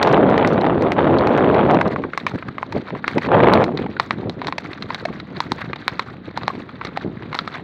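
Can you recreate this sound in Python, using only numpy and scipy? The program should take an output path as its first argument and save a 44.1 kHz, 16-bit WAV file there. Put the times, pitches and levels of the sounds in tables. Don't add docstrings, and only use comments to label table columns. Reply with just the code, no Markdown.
import sys
import numpy as np
from scipy import signal
from scipy.fft import rfft, irfft
from scipy.io import wavfile
from scipy.ndimage import map_coordinates

SR = 44100
rng = np.random.default_rng(int(sys.argv[2]) if len(sys.argv) > 2 else 0)


def bounce(signal):
    frames = np.transpose(np.atleast_2d(signal))
    limited = np.clip(frames, -1, 1)
    pcm = np.round(limited * 32767).astype(np.int16)
    wavfile.write(sys.argv[1], SR, pcm)


N = 336519

# (time [s], hollow of the hoof [Hz], hollow level [dB], hoof wall level [dB],
#  stone crack level [dB], grit tick level [dB], crush of grit [factor on the first bite])
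HOOF_KNOCKS = [(0.0286, 890, -17, -20, -20.5, -24, 0.67), (0.074, 920, -15, -37, -35, -37.5, .27),
               (0.1277, 920, -33, -38, -42, -35, .36), (0.2992, 866, -26, -41, -51, -44, .17),
               (0.379, 960, -32, -23.5, -42, -36.5, .66), (0.448, 1020, -29, -18.5, -46, -58, 0.63),
               (0.475, 980, -27, -38, -39, -29.5, .2), (0.6114, 856, -37, -35, -33.5, -46, 1.9),
               (0.6646, 1130, -25, -28.5, -42, -53, 1), (0.8227, 860, -25, -30, -43, -39, 0.32),
               (0.9199, 745, -23, -20.5, -41, -33.5, .3), (1.1861, 795, -40, -43, -28, -50, .67),
               (1.2721, 750, -15.5, -29, -34, -40, 0.59), (1.3766, 762, -35, -30, -48.5, -40, .66),
               (1.5453, 805, -27, -27, -40, -50.5, .5), (1.7097, 840, -34, -28, -39.5, -40.5, 3.1),
               (1.745, 865, -32, -41, -38, -42.5, 1.1), (1.812, 1021, -14.5, -21, -40, -36.5, 1.3),
               (1.8769, 860, -46, -46, -40, -45, 2), (1.961, 1150, -20, -33, -55, -54, 0.34),
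               (2.0381, 1282, -24, -34.5, -52, -69, 1.09), (2.134, 1440, -25, -31.5, -54, -53, 1.3),
               (2.176, 1100, -19.5, -24, -35.5, -31.5, 0.6), (2.2661, 1118, -17.5, -19.5, -37, -33, 0.85),
               (2.4251, 1350, -31, -36, -61, -61, 1.4), (2.4848, 1310, -28, -39, -45, -54, 1.38),
               (2.5824, 1170, -25, -30, -61, -52, .54), (2.629, 1027, -20, -33.5, -57, -47, 0.19),
               (2.724, 948, -28, -34, -39, -41, 1.15), (2.9052, 952, -31.5, -36.5, -56, -63, 0.45),
               (2.9505, 1080, -29, -38, -58, -62, 1.1), (3.0421, 1469, -21, -32, -47, -65, 1.1),
               (3.0796, 1270, -19.5, -19, -32, -33, 0.43), (3.1811, 862.6, -20, -22, -41, -35, 0.93),
               (3.5364, 848, -24, -22, -19, -33, 0.24), (3.641, 1076, -25, -25, -30.5, -36, .41),
               (3.7738, 1098, -33, -31.5, -28, -53, 0.98), (3.8623, 868, -29, -36, -57, -63, 1.9),
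               (3.9664, 1479, -28, -39, -49, -70, 1.3), (3.9982, 1104, -12.5, -22.5, -22.5, -33.5, .73),
               (4.1083, 1138, -16.5, -19, -28, -40, 0.34), (4.2963, 740, -31, -38, -30, -45, 0.28),
               (4.417, 948, -24, -34, -38.5, -75, 0.37), (4.4462, 1040, -34, -33, -43, -57, 0.63),
               (4.4705, 1109, -28, -29.5, -27.5, -37, 0.41), (4.4828, 980, -21, -45, -33, -49, 1.2),
               (4.5248, 1057, -22.5, -28, -35.5, -50, 0.15), (4.5813, 850, -26, -23.5, -31.5, -31.5, 1.9),
               (4.732, 1434, -58, -32.5, -35.5, -58, 0.79), (4.8239, 1310, -36, -31, -28.5, -48, 0.67),
               (4.9041, 1038, -22, -29, -39, -54, 1.3), (4.946, 1020, -32, -27, -27, -37, .6),
               (5.053, 647.6, -19, -25, -33, -37, 1.25), (5.086, 1029, -31, -44, -61, -68, .67),
               (5.2, 1170, -37.5, -36, -34.5, -58, 0.86), (5.404, 965.6, -17, -28, -23.5, -34, 0.34),
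               (5.5192, 990, -18.5, -33, -24, -31, 0.24), (5.6168, 1274, -33, -29.5, -41, -52, 0.59),
               (5.7321, 1176, -26.5, -25, -40, -52, 0.57), (5.7591, 950, -37, -36, -38, -53, 2.2),
               (5.88, 1130, -15.5, -18, -18.5, -37, 0.36), (5.9942, 1080, -17.5, -25, -26, -36.5, 1.05),
               (6.3749, 950, -20, -38, -31, -38, 0.5), (6.4336, 1102, -29.5, -43, -35.5, -69, 0.51),
               (6.48, 930, -15, -26, -26.5, -35.5, .2), (6.5017, 1060, -24, -52, -51, -61, 1.5),
               (6.8128, 1312, -26.5, -35, -50, -64, 1.22), (6.8495, 1239, -30, -32, -32.5, -41, 1),
               (6.8694, 1322, -33, -38, -36, -66, 2.2), (6.9734, 782, -20, -28, -35, -44, 0.3),
               (7.3288, 1168, -28, -30, -40, -54, 0.75), (7.3446, 1063, -27, -29, -35, -43, 1.72),
               (7.3507, 843, -27.5, -33, -31, -38, 0.22), (7.3895, 1360, -20.5, -28, -20.5, -60, 0.37),
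               (7.4763, 1328, -24.5, -35, -36, -46, 0.74)]


def hooves():
    out = np.zeros(N)
    for row in HOOF_KNOCKS:
        add(out, *knock(row))
    return out


MIDDLING_BLOW_DB, THUD_DB, THUD_FOLLOWS_HOOF = -25, -36, 0.35
WALL_HZ = 2090


def knock(row, bite_s=0.0015, crumble_s=0.010, crumble=0.009):
    s, hollow_hz, hollow_db, wall_db, crack_db, tick_db, crush = row
    heavier_db = max(hollow_db, wall_db) - MIDDLING_BLOW_DB
    thud_db = THUD_DB + THUD_FOLLOWS_HOOF * heavier_db

    t = np.arange(SR // 10) / SR
    contacts = rng.standard_normal(len(t)) * rng.exponential(1, len(t))
    bite = contacts * t * np.exp(-t / bite_s)
    crumbling = crumble * unit(contacts) * np.exp(-t / crumble_s)
    force = crush * bite / np.linalg.norm(bite) + crumbling
    force[0] = 1

    thud = ring(butter(force, 970, "lowpass", order=2), 480, 940)
    hollow = -ring(butter(force, [550, 1900], "bandpass", order=2), hollow_hz, 212)
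    wall = ring(butter(force, [1400, 3000], "bandpass", order=2), WALL_HZ, 640)
    crack = -ring(butter(force, [2800, 4900], "bandpass", order=2), 4040, 910)
    tick = colour(force, [(3000, -24.0), (5000, 7.5), (6200, 6), (8500, -6.5),
                          (12000, -23.0), (16000, -27.5)])
    parts = [(thud_db, thud), (hollow_db, hollow), (wall_db, wall), (crack_db, crack), (tick_db, tick)]
    mixed = sum(amp(db) * x / np.linalg.norm(x) for db, x in parts)
    return s, mixed * np.sqrt(SR / 100)


TAPS_PER_S, TAP_HZ = 4, (800, 1470)
TAP_HOOF_DB, TAP_STONE_DB, TAP_SPREAD_DB = -45, -56, 4.5


def taps(tick_below_db=10):
    out = np.zeros(N)
    for when, pitch, size, hardness in rng.random((round(TAPS_PER_S * N / SR), 4)):
        hz = TAP_HZ[0] + pitch * (TAP_HZ[1] - TAP_HZ[0])
        hoof_db = TAP_HOOF_DB + TAP_SPREAD_DB * (2 * size - 1)
        stone_db = TAP_STONE_DB + TAP_SPREAD_DB * (2 * hardness - 1)
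        tick_db = stone_db - tick_below_db
        add(out, *knock((when * N / SR, hz, hoof_db, hoof_db, stone_db, tick_db, 1)))
    return out


# (time [s], level [dB])
GRAVEL_TRAMPLE = [(0, -41.5), (1.1, -42.5), (1.8, -38), (2.12, -43.5), (2.65, -42.5), (3.7, -43),
                  (4.3, -47.5), (4.7, -42), (5.6, -41.5), (6.08, -37.5), (6.2, -54.5), (6.36, -45),
                  (6.7, -45), (7.05, -41.5), (7.63, -48)]
# (time of the peak [s], length [s], level [dB])
HOOF_SKIDS = [(.08, 0.18, -32), (2.25, 0.27, -37.5), (2.78, 0.12, -33.5), (3.1, 0.076, -33.5),
              (3.24, 0.076, -28), (3.8, 0.088, -33.5), (4.02, 0.035, -44), (4.145, 0.098, -38),
              (4.65, 0.093, -39.5), (4.935, 0.14, -31.5), (5.08, 0.14, -37.5), (5.38, 0.11, -37.5),
              (5.6, 0.091, -31), (5.88, 0.2, -38), (6.28, 0.084, -36), (6.44, 0.2, -36),
              (6.88, 0.23, -38.5), (7.02, 0.061, -34.5), (7.4, 0.26, -38), (7.54, 0.13, -32)]
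# (frequency [Hz], relative level [dB])
GRAVEL_COLOUR = [(200, -27), (450, -1), (800, -3), (1250, 1), (2050, -1), (2900, -13), (3950, -9.5),
                 (4600, -10.5), (5400, -28), (7000, -22), (9000, -35.5), (15500, -41.5)]
SCUFF_DB, SPRAY_DB, SPRAY_FOLLOWS_SCUFF = -44.5, -67.5, 1.2


def gravel(steps, sand=1.5, patter_db=4.5, spray_sand=0.73, kicked_db=-15, thrown_db=-12, settle_s=0.041):
    scuff = np.hypot(amp(curves(GRAVEL_TRAMPLE)[0]), swells(HOOF_SKIDS))
    spray = amp(SPRAY_DB) * (scuff / amp(SCUFF_DB)) ** SPRAY_FOLLOWS_SCUFF
    patter = amp(patter_db * wander(36))

    coarse = pebbles(698, 4400, per_s=1500, spread_db=5.0, damping=0.15)
    coarse = coarse + sand * rng.standard_normal(N)
    coarse = butter(colour(coarse, GRAVEL_COLOUR), 6100, "lowpass", order=4)

    fine = pebbles(4500, 9800, per_s=2000, spread_db=8.0, damping=0.1)
    fine = fine + spray_sand * rng.standard_normal(N)
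    fine = colour(fine, [(2500, -20.0), (4500, 0.5), (5600, 1.5), (7000, -2.0),
                         (9000, -14.5), (12000, -17.5), (15500, -12.0)])

    kicked = amp(kicked_db) * settling(butter(steps, 1500, "highpass", order=2), settle_s)
    thrown = amp(thrown_db) * settling(butter(steps, 5300, "highpass", order=6), settle_s)
    grinding = np.hypot(scuff, kicked) * unit(coarse * patter)
    flying = np.hypot(spray, thrown) * unit(fine * patter)
    return grinding + flying


def pebbles(low_hz, high_hz, per_s, spread_db, damping):
    pitches = np.geomspace(low_hz, high_hz, num=12)
    out = np.zeros(N)
    for hz in pitches:
        size = amp(spread_db * np.minimum(rng.exponential(1, N), 4))
        struck = rng.random(N) < per_s / len(pitches) / SR
        clicks = size * rng.choice([-1, 1], N) * struck
        out += ring(clicks, hz, hz * damping)
    return unit(out)


def settling(x, seconds):
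    r = np.exp(-1 / (seconds * SR))
    return np.sqrt(signal.lfilter([1 - r], [1, -r], x ** 2))


# (time [s], level [dB], eddy rate before puffs and swings [1/s])
WIND_GUSTS = [(0, -18, 846), (.07, -14.5, 800.6), (.22, -13, 569.5), (.43, -15.5, 799), (.53, -17.5, 601),
              (.66, -15.5, 587.6), (.76, -19, 470.4), (.87, -16, 628), (.95, -22, 662.5),
              (1.08, -14, 589.4), (1.25, -15, 700.5), (1.77, -14, 621.2), (1.82, -24, 478.5),
              (2.05, -24, 297.7), (2.12, -39.5, 250.3), (3.21, -33.5, 259), (3.35, -10.5, 752),
              (3.61, -13.5, 690), (3.72, -25, 359.2), (3.84, -23, 319.8), (3.92, -32.5, 269.9),
              (4.62, -36.5, 250.4), (5.2, -34, 229.7), (5.86, -36, 209.9), (7.63, -35.5, 230)]
# (time of the peak [s], length [s], level [dB])
WIND_PUFFS = [(.99, .04, -14), (1.865, .04, -17), (2.25, 0.04892, -29), (2.345, .05, -20), (2.48, .07, -31),
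              (2.765, .07, -19.5), (2.95, 0.0694, -27.5), (3.17, .04, -14.5), (4.19, 0.1034, -28.5),
              (4.275, .1, -22.5), (4.385, 0.0388, -23.5), (4.47, 0.1017, -28.5), (4.85, 0.09, -32),
              (5.11, .1, -29.5), (5.37, .08, -28), (5.53, .12, -27.5), (5.68, .14, -30), (5.93, .04, -30),
              (6.12, .09, -31.5), (6.43, 0.097, -30), (6.57, .14, -30.5), (7.075, 0.067, -21),
              (7.24, .18, -31)]
PUFF_DB, PUFF_ADDS_HZ, PUFF_POWER = -20, 89.4, 1.2


def wind(flutter_db=2.13, flutter_share=0.27, speed_swing=0.24, lull_db=1.8, lull_hz=70, slope=2.53,
         port_hz=1900):
    level_db, gust_hz = curves(WIND_GUSTS)
    gusts, puffs = amp(level_db), swells(WIND_PUFFS)
    eddy_hz = gust_hz + PUFF_ADDS_HZ * (puffs / amp(PUFF_DB)) ** PUFF_POWER
    flutter = eddies(np.cumsum(eddy_hz * flutter_share) / SR, 2.88)
    pressure = eddies(np.cumsum(eddy_hz * np.exp(speed_swing * flutter)) / SR, slope)
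    uneven_db = lull_db * wander(lull_hz) * np.minimum(250 / eddy_hz, 1)
    pressure = pressure * amp(flutter_db * flutter + uneven_db)
    pressure = butter(pressure, 99, "highpass", order=2)
    pressure = butter(pressure, 150, "highpass", order=1)
    pressure = colour(pressure, [(port_hz, 0), (3500, 1.5), (4500, -6), (5600, -16), (8000, -22)])
    return np.hypot(gusts, puffs) * unit(pressure)


def eddies(travelled, slope):
    size, per_eddy = 2 ** 18, 32
    wavenumber = np.fft.rfftfreq(size) * per_eddy
    pattern = irfft(rfft(rng.standard_normal(size)) / np.sqrt(1 + wavenumber ** (2 * slope)))
    return map_coordinates(unit(pattern), [travelled * per_eddy % size], order=3, mode="wrap")


def forest(x, t60=0.22, wet_db=-23):
    t = np.arange(SR // 2) / SR
    sparse = rng.random(len(t)) < 0.05
    echoes = rng.standard_normal(len(t)) * sparse * (t > 0.004) * amp(-60 * t / t60)
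    return amp(wet_db) * signal.oaconvolve(x, echoes / np.linalg.norm(echoes))[:N]


# (frequency [Hz], relative level [dB])
BACKGROUND_COLOUR = [(25, -16.5), (110, 5), (250, -2), (1200, -4), (2000, -9), (2900, -15.5), (4000, -14),
                     (6000, -45), (9000, -46.5), (16000, -45.5)]


def background(level_db=-48.0):
    return amp(level_db) * unit(colour(rng.standard_normal(N), BACKGROUND_COLOUR))


def amp(db):
    return 10 ** (np.asarray(db) / 20)


def unit(x):
    return x / np.sqrt(np.mean(x ** 2) + 1e-20)


def curves(rows):
    s, *columns = np.transpose(rows)
    return [np.interp(np.arange(N) / SR, s, c) for c in columns]


def swells(rows):
    t = np.arange(N) / SR
    power = np.zeros(N)
    for s, length, db in rows:
        near = abs(t - s) < 2 * length
        power[near] += amp(db) ** 2 / np.cosh(4 * (t[near] - s) / length) ** 2
    return np.sqrt(power)


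def wander(rate_hz):
    hz = np.fft.rfftfreq(N, 1 / SR)
    return unit(irfft(rfft(rng.standard_normal(N)) * np.exp(-(hz / rate_hz) ** 2), N))


def colour(x, points):
    hz, db = np.transpose(points)
    size = 4096
    grid_hz = abs(np.fft.fftfreq(size, 1 / SR)) + 1
    log_gain = np.log(amp(np.interp(np.log(grid_hz), np.log(hz), db)))
    response = np.exp(np.conj(signal.hilbert(log_gain)))
    impulse = np.fft.ifft(response).real[:size // 2]
    return signal.oaconvolve(x, impulse)[:len(x)]


def butter(x, hz, kind, order):
    sos = signal.butter(order, np.minimum(hz, SR / 2 - 10), kind, fs=SR, output="sos")
    return signal.sosfilt(sos, x)


def ring(x, hz, width_hz):
    return signal.lfilter(*signal.iirpeak(hz, hz / width_hz, fs=SR), x)


def add(mix, s, sound):
    part = mix[max(round(s * SR), 0):][:len(sound)]
    part += sound[:len(part)]


def scene():
    steps = hooves() + taps()
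    return (steps + gravel(steps) + wind() + forest(steps) + background())[None]


# (frequency [Hz], level [dB])
MICROPHONE_COLOUR = [(30, 3), (2000, -2), (2900, -2), (3900, -1), (4600, -6), (5600, -8.5), (7000, -13),
                     (8800, -8.5), (10100, -17), (11200, -1.5), (14300, -9), (15500, -5.5)]
EDGE_HZ = 16000


def record(dry, ceiling=1.0):
    x = dry[0] / (1 + (dry[0] / ceiling) ** 8) ** (1 / 8)
    x = colour(x, MICROPHONE_COLOUR)
    band_limit = signal.firwin(401, EDGE_HZ, window=("kaiser", 9), fs=SR)
    return signal.oaconvolve(x, band_limit, "same")[None]


dry = scene()
out = record(dry)
bounce(out)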